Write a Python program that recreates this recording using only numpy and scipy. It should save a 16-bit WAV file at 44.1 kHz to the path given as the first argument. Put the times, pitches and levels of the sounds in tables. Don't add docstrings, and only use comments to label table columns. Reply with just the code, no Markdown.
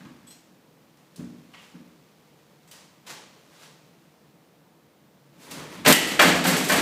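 import sys
import numpy as np
from scipy import signal
from scipy.fft import rfft, irfft, next_fast_len
from scipy.io import wavfile
from scipy.ndimage import uniform_filter1d

SR = 44100
rng = np.random.default_rng(int(sys.argv[2]) if len(sys.argv) > 2 else 0)


def master_out(mix):
    frames = np.transpose(np.atleast_2d(mix))
    ceiling = np.clip(frames, -1, 1)
    pcm = np.round(ceiling * 32767).astype(np.int16)
    wavfile.write(sys.argv[1], SR, pcm)


N = 300321
TIME = np.arange(N) / SR
AGE = np.arange(SR) / SR
TOUCH_S, LAND_S, OPEN_S = 5.847, 5.861, 5.9245


def gain_of(db):
    return 10 ** (np.asarray(db) / 20)


def unit_rms(x):
    return x / np.sqrt(np.mean(x ** 2) + 1e-20)


def curve_at(points, hz):
    f, value = np.transpose(points)
    return np.interp(np.log(hz + 1), np.log(f + 1), value)


def decay(t, t60):
    return np.exp(-np.log(1000) * t / np.maximum(t60, 1e-3))


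def add(mix, s, sound):
    part = mix[max(round(s * SR), 0):][:len(sound)]
    part += sound[:len(part)]


def coloured(x, spectrum, bass_db=0, mid_db=0, treble_db=0):
    hz = abs(np.fft.fftfreq(len(x), 1 / SR))
    tilt = [(260, bass_db), (650, mid_db), (1600, mid_db), (3200, 0.016), (10000, treble_db)]
    gain = unit_rms(gain_of(curve_at(spectrum, hz))) * gain_of(curve_at(tilt, hz))
    causal = np.exp(np.conj(signal.hilbert(np.log(gain + 1e-5))))
    return np.fft.ifft(np.fft.fft(x) * causal).real


def contacts(size, per_s):
    return unit_rms(rng.standard_normal(size) * (rng.random(size) < per_s / SR))


def stroke(rise, t60, hold=0):
    return np.minimum(AGE / max(rise, 1 / SR), 1) * decay(np.maximum(AGE - rise - hold, 0), t60)


def ring(modes, rise, blur_hz=0, hold=0):
    tones = np.zeros(SR)
    phase_step = np.sqrt(blur_hz / (2 * np.pi * SR))
    for hz, db, t60 in modes:
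        wander = np.cumsum(rng.standard_normal(SR)) * phase_step if blur_hz else 0
        envelope = gain_of(db) * decay(np.maximum(AGE - hold, 0), t60)
        tones += envelope * np.sin(2 * np.pi * (hz * AGE + wander + rng.random()))
    return tones * (1 - np.exp(-AGE / rise))


# (frequency [Hz], t60 [s])
ROOM_DECAY = [(100, 0.74), (250, 0.97), (600, 0.88), (1500, 0.68), (3000, 0.75), (7000, 0.68),
              (14000, 0.29)]

def room_paths(count=5):
    reflections = np.array([contacts(SR, 7000) for _ in range(count)]) * (1 - np.exp(-AGE / 0.0013))
    hz, t, spectra = signal.stft(reflections, SR, nperseg=256)
    damped = spectra * decay(t, curve_at(ROOM_DECAY, hz)[:, None])
    tails = signal.istft(damped, SR, nperseg=256)[1][:, :SR]
    return rfft(tails / np.linalg.norm(tails, axis=1, keepdims=True), 2 * SR)


def in_room(x, paths, room_db):
    place = rng.integers(0, len(paths), len(x))
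    echoes = irfft(sum(rfft(x * (place == k), 2 * SR) * path for k, path in enumerate(paths)))
    return x + gain_of(room_db) * echoes[:len(x)]


# (frequency [Hz], relative density [dB])
AIR_SPECTRUM = [(15, -73), (25, -46), (64, -17), (113, -15), (144, 0), (246, -7.5), (340, -6.5), (368, -14),
                (445, -8), (582, -12.5), (1080, -18), (1710, -23), (3930, -27.5), (10100, -35),
                (15500, -31)]
FRICTION_SPECTRUM = [(35, -67), (60, -33), (145, -9.5), (400, -10), (560, -6), (750, -12.5), (890, -6.5),
                     (1400, -10.5), (2100, -10), (4200, -13), (7000, -18), (15500, -30)]
# (time [s], level [dB])
RUSTLE_LEVELS = [(0, -59), (.6, -72), (1.5, -62.5), (2.0, -66), (3.0, -66.5), (3.4, -61), (4.4, -71.5),
                 (4.8, -86), (5.3, -70)]

def background(air_db=-58):
    size = next_fast_len(N)
    air = gain_of(air_db) * coloured(rng.standard_normal(size), AIR_SPECTRUM)[:N]
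    cloth = coloured(contacts(size, 5000), FRICTION_SPECTRUM, bass_db=3.5, treble_db=1)[:N]
    return air + cloth * gain_of(np.interp(TIME, *np.transpose(RUSTLE_LEVELS)))


# (time [s], level [dB], rise [s], t60 [s])
COAT_STROKES = [(1.60, -57.5, .024, 0.37), (2.72, -53, 0.018, 0.39), (3.062, -42, .012, 0.15),
                (3.085, -39, 0.021, 0.093), (3.46, -59, 0.1, 0.61), (3.58, -51, 0.054, 0.19)]

def scuffs(paths):
    out = np.zeros(N)
    for s, db, rise, t60 in COAT_STROKES:
        grains = in_room(contacts(SR, 10000) * stroke(rise, t60), paths, room_db=1)
        swish = coloured(grains, FRICTION_SPECTRUM, bass_db=-3, mid_db=-0.8, treble_db=3)
        add(out, s, gain_of(db) * swish)
    return out


# (time [s], level [dB], bass and middle gain [dB])
PLASTIC_SNAPS = [(0.969, -63, 3), (1.158, -48, -20), (2.711, -45, -6.5), (5.509, -37.5, -7.5)]

def snaps(paths):
    out = np.zeros(N)
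    for s, db, body_db in PLASTIC_SNAPS:
        grains = in_room(contacts(SR, 10000) * stroke(0.0037, .075), paths, room_db=1)
        add(out, s, gain_of(db) * coloured(grains, FRICTION_SPECTRUM, body_db, body_db, treble_db=8))
    return out


# (time [s], pitch [Hz], level [dB])
SQUEAK_GLIDE = [(1.535, 3141, -63), (1.539, 2955, -47.5), (1.548, 2336, -47.5), (1.556, 1810, -50),
                (1.566, 3090, -59), (1.60, 2920, -54), (1.612, 3050, -72)]
# (frequency [Hz], relative density [dB])
RUB_SPECTRUM = [(200, -12), (600, 0.5), (1400, -1), (3100, -1), (3700, -7.5), (8000, -16), (15000, -31.5)]

def squeak(paths, jitter=0.05, rub_db=-2):
    s, hz, db = np.transpose(SQUEAK_GLIDE)
    t = s[0] + AGE
    waver = unit_rms(uniform_filter1d(rng.standard_normal(SR), size=24))
    pitch = np.interp(t, s, hz) * (1 + jitter * waver)
    whistle = np.sin(2 * np.pi * np.cumsum(pitch) / SR)
    rub = gain_of(rub_db) * coloured(contacts(SR, 6500), RUB_SPECTRUM)
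    envelope = gain_of(np.interp(t, s, db)) * (t < s[-1])
    out = np.zeros(N)
    add(out, s[0], in_room((whistle + rub) * envelope, paths[:1], room_db=-1))
    return out


# (time [s], hook level [dB], shackle level [dB], scrape level [dB])
HOOK_CLINKS = [(0.268, -54, -78, -58), (0.303, -57, -53.5, -54), (2.673, -70, -80, -58)]
# (frequency [Hz], relative level [dB], t60 [s])
HOOK_MODES = [(3350, 3, 0.17), (8020, 8, 0.28), (8400, -5, 0.22), (11400, -4, 0.3), (15300, -12, .2)]
SHACKLE_MODES = [(4150, 2, 0.28), (5582, -1, .32), (6840, -5.5, .3), (8300, -1, .2), (11990, -9, .3),
                 (14060, -13, .3)]
# (frequency [Hz], relative density [dB])
GRATE_SPECTRUM = [(300, -15), (2000, -1.5), (4000, -3.5), (8200, -1.5), (9800, -13), (11500, -5),
                  (15000, -12)]

def hook(paths):
    out = np.zeros(N)
    for s, hook_db, shackle_db, scrape_db in HOOK_CLINKS:
        grains = in_room(contacts(SR, 3500) * stroke(0.006, 0.21), paths, room_db=0)
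        add(out, s, gain_of(scrape_db) * coloured(grains, GRATE_SPECTRUM))
        add(out, s, gain_of(hook_db) * ring(HOOK_MODES, .005, blur_hz=25))
        add(out, s, gain_of(shackle_db) * ring(SHACKLE_MODES, 0.0036, blur_hz=24))
    return out


# (time [s], level [dB], rise [s], sole level [dB])
FOOT_KNOCKS = [(0.0, -47, 0.0087, -53), (0.045, -44, 0.0085, -54.5), (0.22, -54, .012, -63),
               (0.48, -54.5, .01, -74), (1.17, -47, .013, -68), (1.190, -34, 0.0018, -54.5),
               (1.233, -43.5, .003, -64), (1.742, -47, .006, -60), (1.785, -53, 0.023, -70),
               (5.37, -58, .015, -70), (5.58, -43.5, 0.016, -48), (5.78, -42, .01, -49.5)]
# (frequency [Hz], relative density [dB])
THUD_SPECTRUM = [(30, -53), (65, -15), (120, -11.5), (166, 0.5), (206, -5.5), (291, -2), (380, -11.5),
                 (520, -13), (650, -21), (900, -28), (1700, -30), (4000, -49), (8800, -87)]
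# (frequency [Hz], relative level [dB], t60 [s])
TRAY_MODES = [(180.9, 4.5, 0.472), (238.5, 0.5, 0.8), (255.7, -1.5, 0.35), (289, -2.5, 0.73),
              (333, -8, 0.71)]

def footfalls(paths, ring_db=-5):
    out = np.zeros(N)
    for s, db, rise, sole_db in FOOT_KNOCKS:
        push = in_room(contacts(SR, 6000) * stroke(rise, t60=0.11), paths, room_db=0)
        thud = coloured(push, THUD_SPECTRUM, bass_db=-1)
        boom = gain_of(ring_db) * ring(TRAY_MODES, 0.0026)
        sole = coloured(push, FRICTION_SPECTRUM, bass_db=4, mid_db=6.5, treble_db=-9)
        add(out, s, gain_of(db) * (thud + boom) + gain_of(sole_db) * sole)
    return out


# (time [s], swish [dB], rumble [dB], hiss [dB])
SWING_LEVELS = [(5.33, -67, -60, -78), (5.376, -64, -56, -69), (5.426, -53, -62, -54),
                (5.502, -49.5, -49, -55), (5.508, -45.5, -46, -46.5), (5.594, -43, -39.5, -51),
                (5.69, -47, -44.5, -58), (5.748, -44, -45.5, -51.5), (5.835, -49.5, -44, -62)]

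def swing(rumble_db=-3, hiss_db=-2):
    s, swish, rumble, hiss = np.transpose(SWING_LEVELS)
    size = next_fast_len(N)
    moving = (TIME > s[0]) & (TIME < LAND_S)
    cloth = coloured(contacts(size, 14000), FRICTION_SPECTRUM, bass_db=4, mid_db=1.5, treble_db=-6.5)
    body = coloured(contacts(size, 6000), THUD_SPECTRUM, bass_db=1, mid_db=5, treble_db=-3)
    plastic = coloured(contacts(size, 14000), FRICTION_SPECTRUM, bass_db=-14, mid_db=-15, treble_db=10.5)
    layers = [(cloth, swish), (body, rumble + rumble_db), (plastic, hiss + hiss_db)]
    return moving * sum(noise[:N] * gain_of(np.interp(TIME, s, db)) for noise, db in layers)


# (frequency [Hz], relative density [dB])
CHATTER_SPECTRUM = [(30, -50), (70, -21), (115, -21), (155, -6), (260, -4.5), (370, -7.5), (600, -9.5),
                    (1150, -12.5), (2200, -9), (4500, -14), (5400, -18), (8700, -19.5), (9500, -25.5),
                    (12400, -22), (15500, -30)]

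def chatter(paths, force, room_db, bass_db, mid_db, treble_db):
    hail = in_room(contacts(SR, 11000) * force, paths, room_db)
    return coloured(hail, CHATTER_SPECTRUM, bass_db, mid_db, treble_db)


# (time [s], level [dB], treble gain [dB])
FRAME_RATTLES = [(6.012, -30.5, -4), (6.070, -30.5, 3.5), (6.114, -32, 1), (6.354, -36.5, 6),
                 (6.438, -27, 4), (6.466, -26.5, 9.5), (6.565, -28.5, 7), (6.635, -33, 8),
                 (6.684, -29.5, 11), (6.757, -27, 0)]

def rattles(paths):
    out = np.zeros(N)
    for s, db, treble_db in FRAME_RATTLES:
        knock = chatter(paths, stroke(0.0034, .13), room_db=5, bass_db=4, mid_db=1, treble_db=treble_db)
        add(out, s, gain_of(db) * knock)
    return out


# (time [s], crack [dB], rebound [dB], shudder [dB], pane [dB], frame [dB], boom delay [s])
DOOR_SLAMS = [(6.1915, -8, -17.5, -24, -26, -39, .036), (6.449, -19, -25, -27.5, -42.5, -41, 0.0039),
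              (6.695, -18, -20.5, -29, -34, -40, .055)]
# (frequency [Hz], relative level [dB], t60 [s])
PANE_MODES = [(345, -4.5, 1), (447, -5, 0.6), (490, -2, 0.99), (598, 5.5, 0.54), (708, -0.5, 0.67),
              (830, -18, 0.42), (980, -1.5, .4), (1085, 5, 0.41), (1170, -19, .46), (1291, -1, 0.55),
              (1410, -8, 0.66), (1516, 8, 0.29), (1536, 3.5, 0.35), (1709, 4, 0.66), (1755, 10.5, 0.277),
              (2095, 7, 0.34), (2370, 8, 0.21)]
FRAME_MODES = [(1850, -3.5, 0.89), (1964, 0.5, 0.96), (1990, -1.5, 0.9), (2120, -1, 0.6), (2610, -9, 0.81),
               (2670, -2, 0.66), (2860, 3, 0.45), (2920, -6, 0.66), (3050, -1.5, 0.92), (3250, -10, 0.86),
               (3550, -9, 0.59), (4320, -17, 0.47), (4500, -14, .3)]
STALL_MODES = [(71, -24, 0.82), (165, -4, 0.74), (181.7, -1.5, 0.65), (257, -4, 0.99), (283.6, -5, 0.62)]

def slams(paths, rebound_lag_s=.022, shudder_lag_s=.066, boom_over_shudder_db=0.5):
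    out = np.zeros(N)
    for s, crack_db, rebound_db, shudder_db, pane_db, frame_db, boom_lag in DOOR_SLAMS:
        crack = chatter(paths, stroke(.0049, .074), room_db=-.5, bass_db=-6.5, mid_db=3.5, treble_db=-6.5)
        rebound = chatter(paths, stroke(.0055, .11), room_db=2, bass_db=1.5, mid_db=5.5, treble_db=4.5)
        shudder = chatter(paths, stroke(.019, .19), room_db=2.5, bass_db=6.5, mid_db=4, treble_db=-.5)
        add(out, s, gain_of(crack_db) * crack)
        add(out, s, gain_of(pane_db) * ring(PANE_MODES, .0024))
        add(out, s, gain_of(frame_db) * ring(FRAME_MODES, .0016, blur_hz=25))
        add(out, s + rebound_lag_s, gain_of(rebound_db) * rebound)
        add(out, s + shudder_lag_s, gain_of(shudder_db) * shudder)
        boom = ring(STALL_MODES, .0055, hold=.047)
        add(out, s + boom_lag, gain_of(shudder_db + boom_over_shudder_db) * boom)
    return out


# (frequency [Hz], relative level [dB], t60 after release [s])
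LOADED_PANE_MODES = [(164.2, -3.5, 0.12), (258, -5, 0.084), (449.6, -5, .06), (597.7, -1, 0.044),
                     (873, -4, .04), (1019, -3.5, 0.03)]

def burst(paths, slap_lag_s=.014):
    out = np.zeros(N)
    press_s = OPEN_S - LAND_S
    weight = stroke(.012, .062, hold=press_s - .018)
    touch = chatter(paths, stroke(.006, .14), room_db=2, bass_db=-3, mid_db=3, treble_db=-2.5)
    land = chatter(paths, stroke(.0014, .08), room_db=-6.5, bass_db=-3.5, mid_db=-2, treble_db=-6)
    press = chatter(paths, weight, room_db=-10.5, bass_db=2.5, mid_db=1, treble_db=-2)
    slap = chatter(paths, stroke(.002, .29), room_db=-11.5, bass_db=4, mid_db=5.5, treble_db=14)
    catch = chatter(paths, stroke(.00087, .043), room_db=-4.5, bass_db=-14, mid_db=-19, treble_db=9)
    add(out, TOUCH_S, gain_of(-22) * touch)
    add(out, LAND_S, gain_of(-9) * land + gain_of(-15.5) * press)
    add(out, LAND_S, gain_of(-18) * ring(LOADED_PANE_MODES, .016, blur_hz=4.5, hold=press_s - .008))
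    add(out, LAND_S, gain_of(-42) * ring(PANE_MODES, .0012))
    add(out, LAND_S, gain_of(-39) * ring(FRAME_MODES, .0016, blur_hz=25))
    add(out, LAND_S + slap_lag_s, gain_of(-19) * slap)
    add(out, OPEN_S, gain_of(-10) * catch + gain_of(-26) * ring(FRAME_MODES, .0016, blur_hz=30))
    return out


def scene():
    paths = room_paths()
    door = burst(paths) + slams(paths) + rattles(paths)
    handling = footfalls(paths) + scuffs(paths) + snaps(paths) + hook(paths) + squeak(paths) + swing()
    return (door + handling + background())[None]


def record(dry, low_hz=48, high_hz=15550, ceiling=.9):
    lean = signal.sosfilt(signal.butter(2, low_hz, "highpass", fs=SR, output="sos"), dry)
    rounded = lean / (1 + (lean / ceiling) ** 6) ** (1 / 6)
    lowpass = signal.firwin(511, high_hz, window=("kaiser", 9), fs=SR)
    return signal.oaconvolve(rounded, lowpass[None], "same")


dry = scene()
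out = record(dry)
master_out(out)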